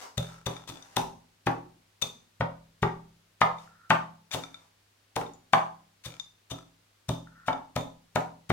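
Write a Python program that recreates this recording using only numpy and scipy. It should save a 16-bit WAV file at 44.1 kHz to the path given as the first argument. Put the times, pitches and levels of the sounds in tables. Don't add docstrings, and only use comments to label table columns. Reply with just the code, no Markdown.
import sys
import numpy as np
from scipy import signal
from scipy.fft import rfft, irfft, next_fast_len
from scipy.io import wavfile

SR = 44100
rng = np.random.default_rng(int(sys.argv[2]) if len(sys.argv) > 2 else 0)


def store_pcm(level_fs):
    pcm = np.round(np.clip(level_fs, -1, 1) * 32767).astype(np.int16)
    wavfile.write(sys.argv[1], SR, np.atleast_2d(pcm).T)


N = 375732
T = np.arange(SR * 3 // 4) / SR
LEAD_S = .03

# (time of the stop [s], thump [dB], knock [dB], cracking [dB], bowl ring [dB],
# time the nuts take to give way [s])
STROKES = [(0.181, -21.5, -42.5, -34, -23.5, .0036), (.468, -27.5, -32.5, -34.5, -26.5, .0056),
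           (.695, -39, -53, -39.5, -37, .012), (0.969, -27.5, -25, -25.5, -27.5, 0.0021),
           (1.4691, -23.5, -21.5, -39, -40, .0031), (2.025, -37.5, -45, -29.5, -20.5, 0.0045),
           (2.408, -22, -27, -51, -48, .0045), (2.829, -19.5, -23.5, -42, -37, 0.0049),
           (3.415, -26, -15.5, -37, -34.5, 0.0036), (3.9045, -23, -14.5, -33.5, -35, 0.0024),
           (4.345, -32.5, -35, -29.5, -34, .0135), (5.165, -32, -26.5, -32.5, -39, .003),
           (5.212, -47, -39, -57.5, -56, 0.0022), (5.534, -26.5, -13.5, -34.5, -30, .0018),
           (6.064, -36, -62, -38.5, -36, 0.015), (6.517, -33, -45.5, -39.5, -31, 0.0099),
           (7.092, -21, -33.5, -34, -27, .0025), (7.482, -33, -24, -43, -39.5, 0.012),
           (7.764, -25.5, -27.5, -33.5, -26, .0021), (8.159, -26, -22, -35.5, -38.5, .0023),
           (8.502, -18.5, -22, -38.5, -40, .005)]
# (start [s], end [s], level [dB])
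SLIDES = [(-.02, 0.02, -45), (0.175, 0.344, -57.5), (0.494, 0.573, -57.5), (0.704, 0.95, -59.5),
          (3.563, 3.636, -61), (4.306, 4.331, -49), (4.395, 4.645, -66.5), (6.097, 6.137, -63)]
# (start [s], end [s], level [dB])
TUMBLES = [(.2, .41, -52), (.49, .645, -53), (.665, .78, -45), (4.36, 4.43, -50.5), (6.08, 6.17, -50.5),
           (6.54, 6.63, -53)]
# (time [s], level [dB], lowest mode shaken [Hz])
CLINKS = [(.5657, -45.5, 1400), (.8241, -51, 4600), (3.5844, -55, 2400), (4.3142, -39, 1900),
          (4.4369, -41, 1400), (4.5437, -44.5, 1440), (5.2645, -54, 2400), (5.3354, -58, 6500),
          (6.1979, -35, 3600), (7.5294, -45, 1410)]
# (start [s], end [s], pitch [Hz], level [dB])
DRAGS = [(3.674, 3.866, 1369, -61.5), (7.271, 7.47, 1399, -59)]

# (frequency [Hz], level [dB], t60 [s])
BOWL_MODES = [(1321, -2.5, 0.035), (2353, -4, 0.022), (3480, -3.5, 0.019), (3631, 3, .038),
              (4960, -8.5, 0.013), (6010, -3.5, .03), (6140, -10, .025), (7020, -5.5, 0.079),
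              (9135, -18, .012), (10100, -19, 0.013)]
DEEP_MODES = [(44, -16, 0.9), (88, -16, .19), (122, -13, 0.47), (166, -9.5, 0.62), (201, -19.5, 0.75)]
WOOD_MODES = [(242, -5, 0.042), (279.9, 2, 0.078), (388, 1.5, .07), (472.6, -2.5, 0.05), (513, 1, 0.038),
              (597, -.5, .044)]
KNOCK_MODES = [(753.5, -3, 0.019), (894.5, -1.5, 0.031), (1048, -7, .016), (1263, -4.5, 0.04),
               (1476, -8, 0.017), (1749, -5, .012), (1995, -3.5, 0.009), (2312, -5, 0.0092),
               (2700, -12, .01), (3190, -14.5, .009)]

# (frequency [Hz], level [dB])
AIR_SPECTRUM = [(25, -28.5), (65, -19), (100, -19.5), (160, -23.5), (330, -20.5), (600, -22.5),
                (1200, -22.5), (4250, -24.5), (16000, -35)]
LOOSE_SPECTRUM = [(40, -32), (200, -8), (900, 5), (1600, 3), (3000, -0.5), (5000, 1), (7000, -1),
                  (10000, -9.5), (16000, -17.5)]
CRACK_SPECTRUM = [(40, -32.5), (200, -15.5), (700, 1), (1500, 0.5), (2600, 4), (3300, 5), (4500, 2),
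                  (6300, 3), (8500, -1.5), (12000, -4), (16000, -7)]
CRUMB_SPECTRUM = [(40, -43), (200, -19), (450, -11), (800, -1), (1100, -2.5), (1700, -8), (2300, -14.5),
                  (3200, -14.5), (4500, -22.5), (7000, -37.5), (16000, -61)]
TAP_SPECTRUM = [(2340, -2.5), (3600, -1), (6000, -9.5)]
REVERB_SPECTRUM = [(100, -2.5), (300, 1), (850, 3), (1600, -2), (3500, -8.5), (7000, -6.5), (14000, -3.5)]

# (knock level [dB], pitch of the push [Hz])
PUSH_PITCH = [(-52, 100.3), (-25, 112), (-14.5, 160)]
# (delay [s], gain [ratio])
THUMP_ECHOES = [(0.0162, 0.96), (.0362, .22), (.0415, .4)]
# (delay to the left microphone [s], delay to the right [s], gain [ratio])
NEAR_ECHOES = [(.0112, .0114, .2), (.0131, .0128, .15), (.0478, .0482, .12)]
# (frequency [Hz], t60 [s])
ROOM_DECAY = [(150, 0.65), (400, 0.3), (900, 0.38), (2000, 0.29), (6000, .4), (14000, .29)]
# (frequency [Hz], left-right likeness [ratio])
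COHERENCE = [(100, 0.92), (200, 0.7), (450, 0.15), (900, 0.016), (3000, 0.1)]
# (frequency [Hz], right against left [dB])
MIC_SHADE = [(700, -9), (1500, 0), (3000, -12), (8000, -11), (13000, -8.5)]


def amp(db):
    return 10 ** (np.asarray(db) / 20)


def unit(x):
    return x / np.sqrt(np.mean(x ** 2) + 1e-20)


def along(points, hz):
    freqs, values = np.transpose(points)
    return np.interp(np.log(hz + 1), np.log(freqs + 1), values)


def filtered(x, response):
    n = x.shape[-1]
    padded = next_fast_len(n + 2048)
    return irfft(rfft(x, padded) * response(np.fft.rfftfreq(padded, 1 / SR)), padded)[..., :n]


def burst(x, db):
    return amp(db) * x / np.sqrt(np.sum(x ** 2) / (SR / 100) + 1e-20)


def add(track, s, sound):
    i = max(round(s * SR), 0)
    part = sound[..., :max(N - i, 0)]
    track[:, i:i + part.shape[-1]] += part


def impulses(size, per_s, spread_db):
    chance, sign, strength = rng.random(size), rng.choice([-1, 1], size), rng.standard_normal(size)
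    return (chance < per_s / SR) * sign * amp(spread_db * np.minimum(strength, 2))


def ring(modes, force, scatter_db, colour=lambda hz: 0, detune=0):
    hz, db, t60 = np.transpose(modes)
    t = T[:SR // 12]
    gains = amp(db + colour(hz) + scatter_db * rng.standard_normal(len(hz))) * (-1) ** np.arange(len(hz))
    hz = hz * (1 + detune * rng.standard_normal(len(hz)))
    waves = np.sin(2 * np.pi * hz[:, None] * t) * np.exp(-np.log(1000) * t / t60[:, None])
    waves = signal.fftconvolve(waves, force[None], axes=1)
    sound = gains @ (waves / np.linalg.norm(waves, axis=1, keepdims=True))
    return np.pad(sound, (0, len(T)))[:len(T)]


def diffuse(pair, spectrum):
    def response(hz):
        angle = np.arccos(np.clip(along(COHERENCE, hz), -1, 1)) / 2
        return amp(along(spectrum, hz)) * np.array([np.cos(angle), np.sin(angle)])
    mid, side = filtered(pair, response)
    return np.array([mid + side, mid - side])


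def kitchen(x, wet_db, build_s=.01, right_lag_s=.0001):
    def direct_path(hz):
        shade = amp(along(MIC_SHADE, hz) * hz / (hz + 300))
        return np.array([np.ones_like(hz), shade * np.exp(-2j * np.pi * hz * right_lag_s)])
    hz, t, noise = signal.stft(rng.standard_normal((2, SR // 2)), SR, nperseg=256)
    decay = np.exp(-np.log(1000) * t / along(ROOM_DECAY, hz)[:, None])
    tail = signal.istft(noise * decay, SR, nperseg=256)[1]
    tail *= 1 - np.exp(-(T[:tail.shape[1]] / build_s) ** 2)
    tail = diffuse(tail / np.linalg.norm(tail[0]), REVERB_SPECTRUM)
    for left, right, gain in NEAR_ECHOES:
        tail[0, round(left * SR)] += gain
        tail[1, round(right * SR)] += gain
    reverb = signal.fftconvolve(x[None], tail, axes=1)[:, :len(x)]
    return filtered(x, direct_path) + amp(wet_db) * reverb


def room_tone(air_db=-67, hum_db=-75, hum_hz=101.5):
    air = unit(diffuse(rng.standard_normal((2, N)), AIR_SPECTRUM))
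    hum = np.sqrt(2) * np.sin(2 * np.pi * hum_hz * np.arange(N) / SR)
    return amp(air_db) * air + amp(hum_db) * hum


def rustle(rise_s=.0067, fade_db_per_s=15, settle_s=.025):
    t, motion = np.arange(N) / SR, np.zeros(N)
    for start, end, db in SLIDES:
        age = np.maximum(t - start, 0)
        settling = np.exp(-np.maximum(t - end, 0) / settle_s)
        motion += amp(db - fade_db_per_s * age) * np.minimum(age / rise_s, 1) * settling
    grains = filtered(impulses(N, per_s=900, spread_db=2.5), lambda hz: amp(along(LOOSE_SPECTRUM, hz)))
    return kitchen(unit(grains) * motion, wet_db=6)


def crunches(crack_db=2.5, ring_db=-1, lead_db=-23, touch_s=.0086, brittle_s=.001, nuts=3):
    track, t = np.zeros((2, N)), T - LEAD_S
    crack_colour = lambda hz: amp(along(CRACK_SPECTRUM, hz) + along([(5500, 0), (11000, -3.5)], hz))
    chime_colour = lambda hz: along(
        [(2300, -14), (3400, 6.5), (3800, 0), (4900, -14), (6100, -2), (7100, -15)], hz)
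    for s, _, _, db, bowl_db, collapse_s in STROKES:
        break_s = s - .27 * collapse_s
        load = np.exp(-np.abs(t) / (collapse_s * np.where(t < 0, 1, .86))) + amp(lead_db) * (t < 0)
        touching = t > -max(touch_s, 1.5 * collapse_s)
        split = (brittle_s / collapse_s) * np.exp(-(t / .0006) ** 2)
        for _ in range(nuts):
            snaps = impulses(len(T), per_s=5000, spread_db=1.5) * (load + 2 * split) * touching
            cracking = filtered(snaps, crack_colour)
            force = (snaps * load)[:SR // 12]
            chime = ring(BOWL_MODES, force, scatter_db=2, colour=chime_colour, detune=.002)
            nut = burst(cracking, db + crack_db) + burst(chime, bowl_db + ring_db)
            add(track, break_s - LEAD_S, kitchen(nut, wet_db=-3.5) / np.sqrt(nuts))
    return track


def thumps(gain_db=1, swell_s=.01, low_cut_hz=95):
    track, t = np.zeros((2, N)), T - LEAD_S
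    age = np.maximum(t, 0)
    swell = 1 - np.exp(-age / swell_s)
    for s, db, knock_db, *_ in STROKES:
        push_hz = np.interp(knock_db, *np.transpose(PUSH_PITCH))
        push = lambda t: (1 - 2 * (np.pi * push_hz * t) ** 2) * np.exp(-(np.pi * push_hz * t) ** 2)
        echoes = sum(gain * push(t - delay) for delay, gain in THUMP_ECHOES)
        boom = np.zeros(len(T))
        for hz, mode_db, t60 in DEEP_MODES:
            uptake = (hz / push_hz) ** 2 * np.exp(1 - (hz / push_hz) ** 2)
            wave = np.cos(2 * np.pi * hz * age) * np.exp(-np.log(1000) * age / t60)
            boom += uptake * amp(mode_db + rng.normal(0, 1)) * wave
        add(track, s - LEAD_S, burst(push(t) + echoes + boom * swell, db + gain_db))
    return filtered(track, lambda hz: 1j * hz / (1j * hz + low_cut_hz))


def knocks(gain_db=-2, bare_glaze_db=-21.5, chatter_s=.0039, grind_db=-2, grind_s=.0099):
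    track, t = np.zeros((2, N)), T[:SR // 100]
    for s, thump_db, db, crack_db, *_ in STROKES:
        contact = (t == 0) + .1 * rng.standard_normal(len(t)) * np.exp(-t / chatter_s)
        wood_db = -9.5 + .3 * thump_db + .43 * min(db, bare_glaze_db) - 2.3 * max(db - bare_glaze_db, 0)
        wood = ring(WOOD_MODES, contact, scatter_db=5, detune=.031)
        add(track, s - .001, kitchen(burst(wood, wood_db), wet_db=-2.5))
        bright_db = -8.5 + .34 * np.clip(db - crack_db, 0, 19)
        hardness = lambda hz: along([(900, .0008), (1600, bright_db + 1), (3000, .92 * bright_db + 1)], hz)
        level = db + gain_db + 10 * np.log10(1 + amp(bright_db) ** 2)
        knock = ring(KNOCK_MODES, contact, scatter_db=1.2, colour=hardness, detune=.03)
        crumb_colour = lambda hz: amp(along(CRUMB_SPECTRUM, hz) + hardness(hz))
        crumbs = filtered(rng.standard_normal(len(T)), crumb_colour)
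        grind = crumbs * np.exp(-T / grind_s) * (1 - np.exp(-T / .0014))
        add(track, s, kitchen(burst(knock, level) + burst(grind, level + grind_db), wet_db=-3.5))
    return track


def tumbles(per_s=65, fade_db=6, gain_db=-3, tick_db=-1):
    track = np.zeros((2, N))
    wall_colour = lambda hz: along([(3600, 26.5), (6000, -23.5)], hz)
    tick_colour = lambda hz: amp(along(LOOSE_SPECTRUM, hz)) / np.hypot(1, hz / 5000)
    for start, end, db in TUMBLES:
        count = round((end - start) * per_s)
        taps = np.zeros(len(T) // 2)
        landings = ((np.arange(count) + rng.random(count)) / per_s * SR).astype(int)
        taps[landings] = amp(3.3 * rng.standard_normal(count) - np.linspace(0, fade_db, count))
        wall = ring(BOWL_MODES, taps, scatter_db=9.5, colour=wall_colour, detune=.0047)
        tick = filtered(rng.standard_normal(len(T)), tick_colour) * np.exp(-T / .0015)
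        ticks = signal.fftconvolve(taps, tick)[:len(T)]
        level = db + 10 * np.log10(count) + gain_db
        add(track, start, kitchen(burst(wall, level) + burst(ticks, level + tick_db), wet_db=-8.5))
    return track


def clinks(ring_db=5, tick_db=-16, cut_db_per_oct=38):
    track = np.zeros((2, N))
    for s, db, lowest_hz in CLINKS:
        low_cut = lambda hz: cut_db_per_oct * np.maximum(np.log2(lowest_hz / hz), 0)
        colour = lambda hz: along(TAP_SPECTRUM, hz) - low_cut(hz)
        wall = ring(BOWL_MODES, np.ones(1), scatter_db=2.5, colour=colour, detune=.003)
        contact = rng.standard_normal(len(T)) * np.exp(-T / .0018)
        tick = filtered(contact, lambda hz: amp(along(LOOSE_SPECTRUM, hz)))
        add(track, s, kitchen(burst(wall, db + ring_db) + burst(tick, db + tick_db), wet_db=-5))
    return track


def drags(width_hz=85, upper_ratio=1.28, upper_db=-9, touch_db=15):
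    track = np.zeros((2, N))
    mode = lambda hz, centre: 1 / (1 + 1j * (hz - centre) / width_hz) ** 2
    for start, end, pitch, db in DRAGS:
        size = round((end - start) * SR)
        slips = impulses(size, per_s=600, spread_db=5) * np.sqrt(np.linspace(0, 1, size))
        slips[0] = amp(touch_db)
        song = filtered(slips, lambda hz: mode(hz, pitch) + amp(upper_db) * mode(hz, upper_ratio * pitch))
        add(track, start, kitchen(np.pad(amp(db) * unit(song), (0, len(T))), wet_db=-3))
    return track


def scene():
    return room_tone() + rustle() + crunches() + thumps() + knocks() + tumbles() + clinks() + drags()


def record(dry, right_cut_hz=9000, top_hz=16000):
    sides = lambda hz: np.array([np.ones_like(hz), 1 / np.hypot(1, hz / right_cut_hz)])
    return filtered(dry, lambda hz: sides(hz) * (hz < top_hz))


dry = scene()
out = record(dry)
store_pcm(out)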